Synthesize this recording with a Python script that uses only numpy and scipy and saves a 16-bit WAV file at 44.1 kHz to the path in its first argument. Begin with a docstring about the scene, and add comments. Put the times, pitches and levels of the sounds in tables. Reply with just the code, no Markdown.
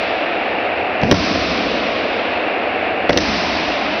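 """A heavy medicine ball is slammed twice, two seconds apart, onto the sprung wooden floor of a bare court.
Each slam is a double blow: the skin slaps, ball and boards thud, and near walls answer.
The very live hall, still ringing from an earlier throw, rings on for seconds over the ventilation.
The camera overloads on the blows; its gain control holds the dying, darkening tail nearly level."""
import sys
import numpy as np
from scipy import signal
from scipy.fft import rfft, irfft
from scipy.io import wavfile

SR = 44100
rng = np.random.default_rng(int(sys.argv[2]) if len(sys.argv) > 2 else 0)


def inscribe(sig):
    """Save sig as 16-bit PCM at rate SR to the path in sys.argv[1].

    A 1-D sig is mono; a 2-D sig holds one channel per row.
    Samples are clipped to [-1, 1] before scaling.
    """
    pcm = np.round(np.clip(np.atleast_2d(sig).T, -1, 1) * 32767)
    wavfile.write(sys.argv[1], SR, pcm.astype(np.int16))


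N = 176400
TIME = np.arange(N) / SR
BIN_HZ = np.fft.rfftfreq(N, 1 / SR)


def from_db(db):
    """Decibels to gain."""
    return 10 ** (np.asarray(db) / 20)


def unit_rms(x):
    """Scale to an rms of 1."""
    return x / np.sqrt(np.mean(x ** 2) + 1e-20)


def at_hz(table, hz, column=1):
    """Read a column of a table on a log-frequency axis."""
    table = np.array(table)
    return np.interp(np.log(hz + 1e-9), np.log(table[:, 0]), table[:, column])


def cut(x, hz, kind, order=2):
    """Butterworth low- or high-pass."""
    return signal.sosfilt(signal.butter(order, hz, kind, fs=SR, output="sos"), x + 1e-18)


def smooth(x, seconds):
    """One-pole average."""
    pole = np.exp(-1 / (seconds * SR))
    return signal.lfilter([1 - pole], [1, -pole], x, zi=[pole * x[0]])[0]


def decay(start, t60):
    """Envelope that jumps to 1 and falls 60 dB in t60 seconds."""
    envelope = np.zeros(N)
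    live = (TIME >= start) & (TIME < start + 2 * t60)
    envelope[live] = from_db(-60 * (TIME[live] - start) / t60)
    return envelope


def noise(spectrum):
    """Noise of the given colour, rms 1."""
    white = rfft(rng.standard_normal(N))
    return unit_rms(irfft(white * from_db(at_hz(spectrum, BIN_HZ)), N))


# The colour of the room tone. Each row: frequency in Hz, relative level in dB.
VENT_SPECTRUM = [(30, -23.5), (60, -21), (100, -14.5), (145, -26), (200, -11), (235, -11.5), (310, -5),
                 (385, -8), (480, -6.5), (730, 0.5), (870, -9.5), (1030, -13.5), (1200, -12.5),
                 (1750, -11.5), (2050, -12), (2400, -9.5), (2750, -10.5), (3150, -24), (4500, -31.5),
                 (6500, -52.5)]


def ventilation(level_db=-28.5):
    """Moving air lays a steady bed of noise under the scene."""
    return from_db(level_db) * noise(VENT_SPECTRUM)


# The hall's reverb tail. 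Each row: frequency in Hz, relative level in dB, 60 dB decay time in seconds.
HALL_TAIL = [(30, -15, 2.2), (70.4, -1, 1.9), (102, -10, 2.0), (129, -17, 2.3), (167, -4, 1.95),
             (217, -2, 2.85), (310, -1.5, 3.75), (360, -10, 3.46), (483, -10, 8.5), (720, -4.5, 2.9),
             (880, -11.5, 4.0), (1050, -12, 4.8), (1420, -15, 3.65), (2530, -12, 3.73), (3200, -18, 4.67),
             (4280, -16, 2.75), (5080, -15.5, 2.16), (6400, -21.5, 1.9)]


def hall_reverb(bangs, boom_build_s=0.061, wash_build_s=0.094, crossover_hz=530):
    """Each bang fills the court with a low boom and a bright wash; the mids ring longest."""
    earlier_throw = (-0.96, -22.5, -14, 1050)  # start in s, boom in dB, wash in dB, notch in Hz
    rings = [(bang[0], *bang[-3:]) for bang in bangs] + [earlier_throw]
    start, boom_db, wash_db, notch_hz = np.transpose(rings)[:, :, None]
    control_time = TIME[::SR // 1000]
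    age = np.maximum(control_time - start, 0)
    boom = from_db(boom_db) ** 2 * (1 - np.exp(-age / boom_build_s))
    wash = from_db(wash_db) ** 2 * (1 - np.exp(-age / wash_build_s))
    diffuse = rfft(noise(HALL_TAIL))
    edges_hz = np.geomspace(25, 7500, 61)
    out = 0
    for low, high in zip(edges_hz, edges_hz[1:]):
        centre = np.sqrt(low * high)
        bass_share = 1 / (1 + (centre / crossover_hz) ** 6)
        octaves_off = np.log2(centre / notch_hz)
        notch = from_db(-15.5 * np.exp(-(octaves_off / 0.11) ** 2))  # hollows out each ring
        fade = from_db(-60 * age / at_hz(HALL_TAIL, centre, column=2))
        energy = (bass_share * boom + (1 - bass_share) * wash) * (notch * fade) ** 2
        envelope = np.interp(TIME, control_time, np.sqrt(energy.sum(axis=0)))
        band = irfft(diffuse * (BIN_HZ >= low) * (BIN_HZ < high), N)
        out += envelope * band
    return out


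# Early reflections. Each row: delay in seconds, slap level in dB, thud level in dB, smear in seconds.
NEAR_WALLS = [(0.0102, -4.5, -13.5, 0.00073), (0.03, -11, -29, 0.015)]


def wall_echoes(slaps, thuds):
    """The nearest walls throw each bang back, scattering its crack into a short smear."""
    smear_time = TIME[:SR // 20]
    out = 0
    for delay, slap_db, thud_db, smear_s in NEAR_WALLS:
        smear = rng.standard_normal(len(smear_time)) * np.exp(-smear_time / smear_s)
        cracks = signal.fftconvolve(slaps, smear / np.linalg.norm(smear))[:N]
        echo = from_db(slap_db) * cracks + from_db(thud_db) * thuds
        out += np.interp(TIME - delay, TIME, echo)
    return out


# The woody knock. Each row: frequency in Hz, relative level in dB, 60 dB decay time in seconds.
KNOCK_MODES = [(502, -7, 0.09), (576.5, -1, 0.073), (669, -7, 0.073)]


def board_knock(start):
    """The struck floorboards ring at their own pitches."""
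    phase = 2 * np.pi * (TIME - start)
    return sum(from_db(db) * decay(start, t60) * np.sin(hz * phase) for hz, db, t60 in KNOCK_MODES)


# The thud's body. Each row: multiple of its pitch, relative level in dB, 60 dB decay time in seconds.
BODY_MODES = [(.27, -19.5, .12), (.4, -18, .14), (.66, -17, 0.13), (.8, -14, 0.083), (1, -3.5, .055),
              (1.219, -9.5, 0.083), (1.7, -10.5, 0.05)]


def ball_thud(start, pitch_hz, squash_s=0.0037):
    """Ball and boards ring briefly together, reaching full strength as the ball flattens."""
    age = np.maximum(TIME - start, 0)
    squash = 1 - np.exp(-age / squash_s)
    phase = 2 * np.pi * pitch_hz * age
    body = sum(from_db(db) * decay(start, t60) * np.sin(ratio * phase) for ratio, db, t60 in BODY_MODES)
    return squash * body


def skin_slap(start, bright_hz):
    """The skin smacks the boards: a short crack, brighter when it lands flat."""
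    crack = cut(rng.standard_normal(N), bright_hz, "low")
    crack = cut(crack, hz=347, kind="high", order=1)
    return decay(start, t60=0.022) * unit_rms(crack)


# The ball's hits, each slam a quick cluster of them. Each row: start in seconds, thud level in dB, thud pitch
# in Hz, knock level in dB, slap level in dB, slap brightness in Hz, hall boom in dB, hall wash in dB, notch in
# the tail in Hz.
BANGS = [(1.0155, -15, 289, -38, -33, 4890, -41.5, -44.5, 870),
         (1.0338, -6.5, 188, -22.5, -19, 1690, -17, -31.5, 850),
         (1.1123, 11.5, 237.7, -2.5, 1.5, 4500, -13.5, -13, 867),
         (3.0943, -5, 272, -9.5, -8.5, 2200, -22, -29, 501),
         (3.1300, -12, 295, -17.5, -17.5, 4470, -33.5, -32.5, 517),
         (3.1637, -3, 296, -15.5, -40, 1980, -45.5, -35.5, 520),
         (3.1742, -5, 263, -14.5, -3.5, 7000, -18, -15, 503)]


def ball_slams():
    """The ball's hits, in two layers: slaps, and thuds with board knocks."""
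    slaps, thuds = np.zeros((2, N))
    for start, thud_db, pitch_hz, knock_db, slap_db, bright_hz, *_ in BANGS:
        slaps += from_db(slap_db) * skin_slap(start, bright_hz)
        thuds += from_db(thud_db) * ball_thud(start, pitch_hz)
        thuds += from_db(knock_db) * board_knock(start)
    return slaps, thuds


def scene():
    """The mono mix: room tone, reverb, wall echoes and the slams."""
    slaps, thuds = ball_slams()
    room = ventilation() + wall_echoes(slaps, thuds) + hall_reverb(BANGS)
    return (room + slaps + thuds)[None]


def gain_control(x, target_db=-18.5, strength=0.88, response_s=0.027, late_s=0.0016):
    """Rides the level above the bass toward a target; the front of each bang slips through first."""
    run_in = SR // 10
    sidechain = cut(np.pad(x, (run_in, 0), "reflect"), hz=300, kind="high")
    power = smooth(sidechain ** 2, seconds=0.0013)
    level_db = smooth(10 * np.log10(power + 1e-9), response_s)[run_in:]
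    late_db = np.interp(TIME - late_s, TIME, level_db)
    return x * from_db(strength * (target_db - late_db))


def record(dry, overload=0.65, ceiling=0.72, band_edge_hz=6010, top_cut_hz=17000):
    """The camera's chain: bass cut, gain control, overload, steep low-pass, second clip, top cut."""
    x = cut(dry[0], hz=46, kind="high", order=3)
    x = np.clip(gain_control(x), -overload, overload)
    low_pass = signal.firwin(111, band_edge_hz, window="blackman", fs=SR)
    x = np.clip(np.convolve(x, low_pass, "same"), -ceiling, ceiling)  # shaves the filter's overshoots
    top_cut = signal.cheby2(12, 70, top_cut_hz, fs=SR, output="sos")
    return signal.sosfilt(top_cut, x)[None]


dry = scene()
out = record(dry)
inscribe(out)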